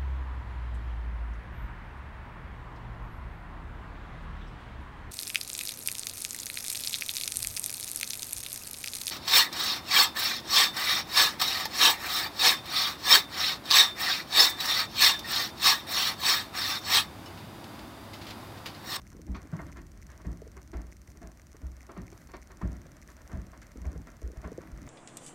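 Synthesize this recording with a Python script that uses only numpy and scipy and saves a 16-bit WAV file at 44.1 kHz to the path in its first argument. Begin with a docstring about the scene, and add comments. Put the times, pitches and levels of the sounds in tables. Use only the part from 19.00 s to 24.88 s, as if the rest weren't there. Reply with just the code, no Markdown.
"""A small bedroom: low room rumble, microphone hiss and faintly ticking camera electronics run throughout.
Someone crosses it barefoot: heels boom in the wooden floor, soles scuff, cloth rustles, a few boards pop.
Around 3 s they lift a jacket off the door; its hanger knocks on the panel, with a bright edge from the hook.
From about 4.3 s they turn with it, in a huddle of quick steps, brushing cloth and louder creaks."""
import sys
import numpy as np
from scipy import signal
from scipy.fft import rfft, irfft
from scipy.io import wavfile
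from scipy.ndimage import uniform_filter1d

SR = 44100
rng = np.random.default_rng(int(sys.argv[2]) if len(sys.argv) > 2 else 0)


def inscribe(sig):
    """Save sig as 16-bit PCM at rate SR to the path in sys.argv[1].

    A 1-D sig is mono; a 2-D sig holds one channel per row.
    Samples are clipped to [-1, 1] before scaling.
    """
    pcm = np.round(np.clip(np.atleast_2d(sig).T, -1, 1) * 32767)
    wavfile.write(sys.argv[1], SR, pcm.astype(np.int16))


N = 259308
TIME = np.arange(N) / SR

# Footfalls and shifts of weight: (time [s], boom level [dB], boom pitch [Hz], boom t60 [s],
# knock level [dB], board pitch [Hz], sole scuff level [dB])
FOOTFALLS = [(0.284, -26, 59, 0.26, -41, 192.3, -57), (0.52, -53, 60, .15, -35, 162.6, -67),
             (1.256, -28, 57, 0.3, -38, 172, -48), (1.742, -27.5, 57, 0.28, -45.5, 172.7, -44),
             (2.074, -44, 62, 0.11, -53.5, 109, -63), (2.16, -42, 57.3, 0.15, -53, 156, -59.5),
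             (2.226, -39.5, 54.3, 0.34, -53.5, 177.7, -49), (2.626, -29.5, 64, .42, -48.5, 160, -55),
             (2.972, -43, 54.7, 0.4, -41, 173, -67), (3.625, -25, 59, .33, -31.5, 178.4, -47),
             (4.324, -30.5, 71.5, 0.15, -39, 132, -46), (4.373, -29.5, 53.5, 0.11, -44.5, 181.2, -69),
             (4.799, -34.5, 57, 0.1, -51, 172, -60), (4.855, -23, 65.4, .1, -45, 173.3, -48.5),
             (4.943, -34.5, 64, 0.27, -44.5, 162.8, -56), (5.228, -25.5, 59.5, 0.2, -64, 130, -56),
             (5.366, -32.5, 53, .09, -50, 131, -57), (5.441, -29.5, 63, 0.057, -44.5, 163.1, -51.5),
             (5.717, -33, 52, 0.18, -51, 138, -67)]


def undb(db):
    """Decibels to gain."""
    return 10 ** (np.asarray(db) / 20)


def unit(x):
    """Scale to rms 1."""
    return x / np.sqrt(np.mean(x ** 2))


def add(out, s, sound):
    """Mix a sound in at s seconds."""
    start = max(int(s * SR), 0)
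    out[start:start + len(sound)] += sound[:N - start]


def noise(colour):
    """Noise at rms 1, shaped by (frequency [Hz], level [dB]) points; 20 dB/octave roll-off past the ends."""
    hz, db = np.transpose(colour)
    octave = np.log2(np.maximum(np.fft.rfftfreq(N, 1 / SR), 1))
    outside = np.abs(octave - np.clip(octave, np.log2(hz[0]), np.log2(hz[-1])))
    eq = undb(np.interp(octave, np.log2(hz), db) - 20 * outside)
    return unit(irfft(rfft(rng.standard_normal(N)) * eq, N))


def resonate(x, hz, width_hz):
    """One resonance, gain 1 at its centre."""
    return signal.lfilter(*signal.iirpeak(hz, hz / width_hz, fs=SR), x)


def wander(rate):
    """Random modulation with a spread near 1, gliding to a new value rate times a second."""
    return np.interp(TIME * rate, np.arange(4096), rng.standard_normal(4096))


def swell(t, rise, t60):
    """Contact envelope: a rounded attack, then a decay of 60 dB in t60 seconds."""
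    attack = np.sin(np.pi / 2 * np.minimum(t / rise, 1)) ** 2
    return attack * np.exp(-np.log(1000) * np.maximum(t - rise, 0) / t60)


def ringing(modes):
    """Resonances stirred at random, as by a room's many reflections, held at a steady rms of 1."""
    scatter = noise([(250, 10), (400, -5), (2200, -10), (3000, -13.5)])
    ring = sum(undb(db) * resonate(np.roll(scatter, rng.integers(N)), hz, width)
               for hz, width, db in modes)
    return ring / np.sqrt(uniform_filter1d(ring ** 2, size=880))


def contacts(hits, body, bright, size=22050):
    """Each contact stirs a body, a hollow ring and a bright edge that dies sooner."""
    # The furnished room's hollow ring: (frequency [Hz], width [Hz], level [dB])
    room_modes = [(962, 120, 4), (1109, 106, 7), (1352, 15, 9.5), (1490, 250, 2.5), (1843, 26, 7.5),
                  (2105, 44, 3)]
    out, t, ring = np.zeros(N), TIME[:size], ringing(room_modes)
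    for s, db, ring_db, bright_db, rise, t60 in hits:
        at = rng.integers(N - size) + np.arange(size)
        dull = (body[at] + undb(ring_db) * ring[at]) * swell(t, rise, t60)
        edge = undb(bright_db) * bright[at] * swell(t, rise, 0.85 * t60)
        add(out, s, undb(db) * (dull + edge))
    return out


def room(x, wet_db, t60, size=17640):
    """Close walls add a short reverb tail."""
    tail = noise([(100, -17), (2000, -15), (8000, -2)])[:size] * swell(TIME[:size], 0.0031, t60)
    return x + undb(wet_db) * signal.fftconvolve(x, tail / np.linalg.norm(tail))[:N]


def rumble():
    """The room tone: a low bed whose level drifts gently."""
    # Rumble colour: (frequency [Hz], level [dB])
    colour = [(20, -27), (33, -28), (42, 1), (52, -7.5), (62, 3), (80, -11), (120, -15), (300, -21.5),
              (700, -45), (2000, -69), (3000, -54)]
    return noise(colour) * undb(-52.5 + 1.6 * wander(rate=3.2))


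def tick_times(fast_s=0.05, slow_s=1, late_share=0.55, late_max_s=0.01, jitter_s=0.0003):
    """A fast clock beats unsteadily, and every other beat may drag; a slow, even clock joins in."""
    beats = np.arange(0.0178, TIME[-1], fast_s)
    chance, delay = rng.random((len(beats), 2)).T
    late = (np.arange(len(beats)) % 2 == 1) & (chance < late_share)
    beats = beats + late * late_max_s * np.sqrt(delay) + jitter_s * rng.standard_normal(len(beats))
    return np.append(beats, np.arange(0.103, TIME[-1], slow_s))


def camera(pip_hz=2130, weak_every_s=0.3):
    """Electrical spikes tick through one resonant path, over steady hiss; each pip brings its own spike."""
    # Dry pips among the ticks: (time [s], level [dB])
    pip_cues = [(0.068, -47.5), (0.725, -42.5), (1.025, -45.5), (1.577, -46), (1.924, -44), (2.077, -49),
                (2.397, -47), (2.807, -44), (3.080, -43.5), (3.425, -46), (4.025, -45.5), (4.854, -44.5),
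                (5.674, -46)]
    # The ring of a tick: (frequency [Hz], width [Hz], level [dB])
    tick_modes = [(2070, 700, -5), (4210, 230, -8.5), (5950, 720, 0.5), (7580, 430, -8.5),
                  (8150, 180, -7.5), (9650, 380, -13.5), (10850, 680, -15.5), (12300, 1500, -15.5),
                  (14000, 570, -16)]
    spikes, pips, t = np.zeros(N), np.zeros(N), TIME[:512]
    for s in tick_times():
        add(spikes, s, undb([1.5 * rng.standard_normal()]))
    for s in np.arange(0.13, TIME[-1], weak_every_s):  # a third clock, slightly weaker
        add(spikes, s, undb([-1]))
    pip = swell(t, rise=0.0014, t60=0.0035) * np.sin(2 * np.pi * pip_hz * t)
    for s, db in pip_cues:
        add(pips, s, undb(db) * pip)
        add(spikes, s, undb([-3]))
    # neighbouring resonances have opposite polarity, which smears each tick a little
    ticks = sum((-1) ** k * undb(db) * resonate(spikes, hz, width)
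                for k, (hz, width, db) in enumerate(tick_modes))
    # Microphone hiss: (frequency [Hz], level [dB])
    hiss_colour = [(1000, 3.5), (2200, 1), (3200, -5), (4500, -1), (6100, 0.5), (7800, -4), (9200, -3),
                   (10300, -7), (11300, -8), (12700, -3.5), (15500, -9)]
    return undb(-23.5) * ticks + pips + undb(-70) * noise(hiss_colour)


def swishes():
    """Fine weave sliding on itself gives a thin, airy swish that swells and fades."""
    # Slides of cloth over cloth: (time [s], level [dB], length [s])
    slides = [(0.042, -74, .1), (0.536, -70, 0.18), (2.05, -72, 0.1), (3.036, -72, 0.36), (4.04, -69, .14),
              (4.14, -75, 0.25)]
    # Sheen of the weave: (frequency [Hz], level [dB])
    weave_colour = [(3500, -6), (5000, -2), (8500, -2), (10300, -5), (12000, 0), (13500, -4), (15500, -10)]
    speed = np.zeros(N)
    for s, db, length in slides:
        add(speed, s, undb(db) * np.hanning(int(length * SR)))
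    grip = undb(2 * wander(rate=150))
    return speed * grip * noise(weave_colour)


def rustle(flap_trim_db=-1.5, shake_trim_db=-9.5):
    """Moving clothes rustle in small grains and flap softly; each footfall shakes out more flapping."""
    # Level ride as body and jacket move: (time [s], rustle level [dB], flap level [dB])
    motion = [(0.0, -66.5, -59), (0.24, -68.5, -47.5), (0.54, -59, -52.5), (0.67, -57, -48),
              (0.83, -70, -50), (1.1, -63, -62), (1.26, -64.5, -54), (2.01, -70, -58.5), (2.95, -65, -59),
              (3.1, -63.5, -52.5), (3.36, -67, -58.5), (3.77, -60, -49.5), (4.13, -66, -60),
              (4.5, -61.5, -58), (5.31, -64.5, -58.5), (5.45, -59.5, -57), (5.75, -62.5, -47),
              (5.88, -54.5, -47)]
    # Colours of the rustle and the low flapping: (frequency [Hz], level [dB])
    cloth_colour = [(350, -6.5), (600, 7.5), (850, -2), (1200, 1.5), (2000, -1), (2800, -14.5), (5000, -17),
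                    (12000, -27.5)]
    flap_colour = [(70, 8), (120, 3.5), (175, 3), (240, -0.5), (330, 0), (480, -24), (800, -21.5)]
    times, cloth_db, flap_db = np.transpose(motion)
    grains_db = 1.8 * wander(rate=35) + 2.5 * wander(rate=400)
    folds_db = 2.2 * wander(rate=25)
    shake = np.zeros(N)
    for s, _, _, _, knock_db, *_ in FOOTFALLS:
        add(shake, s, undb(knock_db + shake_trim_db) * swell(TIME[:SR], rise=0.059, t60=0.34))
    cloth = noise(cloth_colour) * undb(np.interp(TIME, times, cloth_db) + grains_db)
    sway = undb(np.interp(TIME, times, flap_db) + flap_trim_db)
    flap = noise(flap_colour) * np.hypot(sway, shake) * undb(folds_db)
    return cloth + flap


def scuffs():
    """Soles at each footfall, and cloth in between, catch and slip unevenly as they brush past."""
    # Cloth and skin brushing by: (time [s], level [dB], brightness [dB], rise [s], t60 [s])
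    brushes = [(0.116, -61, -5, 0.0027, 0.22), (0.525, -52, -10, 0.0016, 0.75),
               (0.587, -43, -35, 0.007, .16), (0.751, -52, -2, 0.019, 0.25), (1.080, -59.5, 0, 0.024, .4),
               (1.198, -55, -16, .003, .1), (1.299, -67, -25, 0.00092, 0.17),
               (2.537, -61, -16, 0.0095, 0.25), (4.085, -58.5, 1, 0.0029, 0.3),
               (4.204, -57.5, -19, 0.0033, 0.15), (4.295, -52, -22, 0.0015, 0.12),
               (4.530, -52, -41, 0.0044, 0.19), (4.614, -63.5, 11.5, 0.0078, 0.17),
               (5.067, -53, -2.5, 0.0046, 0.22), (5.435, -46.5, -13, 0.012, 0.21),
               (5.603, -56.5, -4, 0.0058, 0.5)]
    # Body of a scuff: (frequency [Hz], level [dB])
    scuff_colour = [(200, 3), (290, 8), (400, 3.5), (490, -5), (630, 4.5), (820, -6), (1050, -17),
                    (1350, -14), (1950, -16), (2770, -62), (3500, -68)]
    lead_s, sole_rise_s, sole_t60_s = 0.014, 0.008, 0.48  # the sole brushes just before the weight lands
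    sole_ring_db, sole_bright_db, cloth_ring_db = -9, -13.5, -0.2
    grip = unit(undb(2.8 * wander(rate=220)))
    rasp = noise([(1700, 25), (2250, 18.5), (2700, 10.5), (4800, 4.5), (6500, 6), (12000, -17)])
    soles = [(s - lead_s, db, sole_ring_db, sole_bright_db, sole_rise_s, sole_t60_s)
             for s, *_, db in FOOTFALLS]
    cloth = [(s, db, cloth_ring_db, bright_db, rise, t60) for s, db, bright_db, rise, t60 in brushes]
    return contacts(soles + cloth, body=grip * noise(scuff_colour), bright=grip * rasp)


def hanger(rise_s=0.0072):
    """Taps ring the door panel; the metal hook adds a bright edge."""
    # Stray taps on the way, then the hanger against hook and door:
    # (time [s], level [dB], room ring [dB], brightness [dB], t60 [s])
    taps = [(0.343, -44, -2, -5.5, 0.2), (1.563, -48, -4, -26, 0.14), (2.887, -46.5, -5, -21, 0.3),
            (2.962, -45, -5.5, -19, 0.28), (3.120, -49.5, -19, -16, 0.13), (3.285, -56.5, -0.5, -8, .2),
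            (3.333, -42.5, -3.5, -10, .17), (3.501, -52.5, -0.5, -13, 0.16), (3.610, -41.5, -4, -24, 0.14)]
    # Door panel resonances: (frequency [Hz], width [Hz], level [dB])
    door_modes = [(314, 67, -13), (376, 19, 4.5), (640, 280, -5), (900, 220, -15.5), (1194, 86, -5)]
    hook = noise([(2300, 14), (2900, -2), (3500, 2), (4100, 2), (4450, 9), (4900, -5),
                  (5600, 0), (11000, -39)])
    hits = [(s, db, ring_db, bright_db, rise_s, t60) for s, db, ring_db, bright_db, t60 in taps]
    return contacts(hits, body=ringing(door_modes), bright=hook)


def creaks(slip_gap_s=0.021, pitch_spread=0.09, max_slips=8):
    """A loaded board slips once or in a run: each slip is a pop that sags in pitch, with a softer rebound."""
    # Creaking boards: (time [s], level [dB], nominal pitch [Hz], length [s])
    boards = [(0.147, -43.5, 366, .03), (0.192, -39, 398, .01), (0.451, -47, 330, .01),
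              (1.418, -36, 526, .01), (1.466, -40, 480, .01), (2.545, -42, 360, .01),
              (3.858, -45, 600, .01), (4.756, -36.5, 340, .03), (4.93, -38, 340, .01),
              (4.958, -40, 505, .01), (5.219, -40.5, 420, .115), (5.478, -39, 574, .01),
              (5.517, -31, 396, .01), (5.58, -27.5, 458, .01)]
    out, t = np.zeros(N), TIME[:4410]
    sag = 0.72 + 0.5 * np.exp(-t / 0.0037)
    envelope = swell(t, rise=0.0041, t60=0.0069)
    for start, db, hz, length in boards:
        scatter = rng.standard_normal((max_slips, 3))
        scatter[0] = 0  # the first slip lands on cue; the rest scatter in time, level and pitch
        for after, (early, accent_db, detune) in zip(np.arange(0, length, slip_gap_s), scatter):
            pitch = hz * (1 + pitch_spread * detune) * sag
            pop = undb(db + accent_db) * envelope * np.sin(2 * np.pi * np.cumsum(pitch) / SR)
            s = start + after - 0.0029 * early
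            add(out, s, pop)
            add(out, s + rng.uniform(0.0037, 0.00692), undb(-4) * pop)  # rebound
    return out


def footsteps(joist_hz=38.3, size=22050):
    """A heel sets the floor's low mode and joists booming; the board underfoot and higher modes knock."""
    # The floor's many higher modes: (frequency [Hz], level [dB])
    knock_colour = [(75, -24), (100, 6.5), (120, -10.5), (145, -6), (190, 0), (250, -11.5), (300, -9),
                    (400, -22), (480, -26), (630, -30), (900, -33)]
    out, t = np.zeros(N), TIME[:size]
    modes = noise(knock_colour)
    modes /= np.sqrt(uniform_filter1d(modes ** 2, size=1100))  # equal blows carry equal energy
    knock_envelope = swell(t, rise=0.014, t60=0.36)  # a bare foot lands softly
    joists = undb(-11.5) * np.sin(2 * np.pi * joist_hz * t)
    for s, boom_db, boom_hz, t60, knock_db, board_hz, _ in FOOTFALLS:
        boom = swell(t, rise=0.023, t60=t60) * (np.sin(2 * np.pi * boom_hz * t) + joists)
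        floor = undb(-0.9) * np.roll(modes, rng.integers(N))[:size]
        board = undb(0.5) * np.sin(2 * np.pi * board_hz * t)
        add(out, s, undb(boom_db) * boom + undb(knock_db) * knock_envelope * (floor + board))
    return out


def scene():
    """The mono mix: all sources over the room's rumble, with a short reverb on the creaks."""
    bed = rumble()
    boards = room(creaks(), wet_db=-10.5, t60=0.18)
    return (footsteps() + boards + scuffs() + hanger() + rustle() + swishes() + camera() + bed)[None]


def record(dry):
    """A steep low-pass cuts the very top."""
    cutoff_hz = 15900
    return signal.sosfilt(signal.ellip(10, 0.2, 70, cutoff_hz, fs=SR, output="sos"), dry)


dry = scene()
out = record(dry)
inscribe(out)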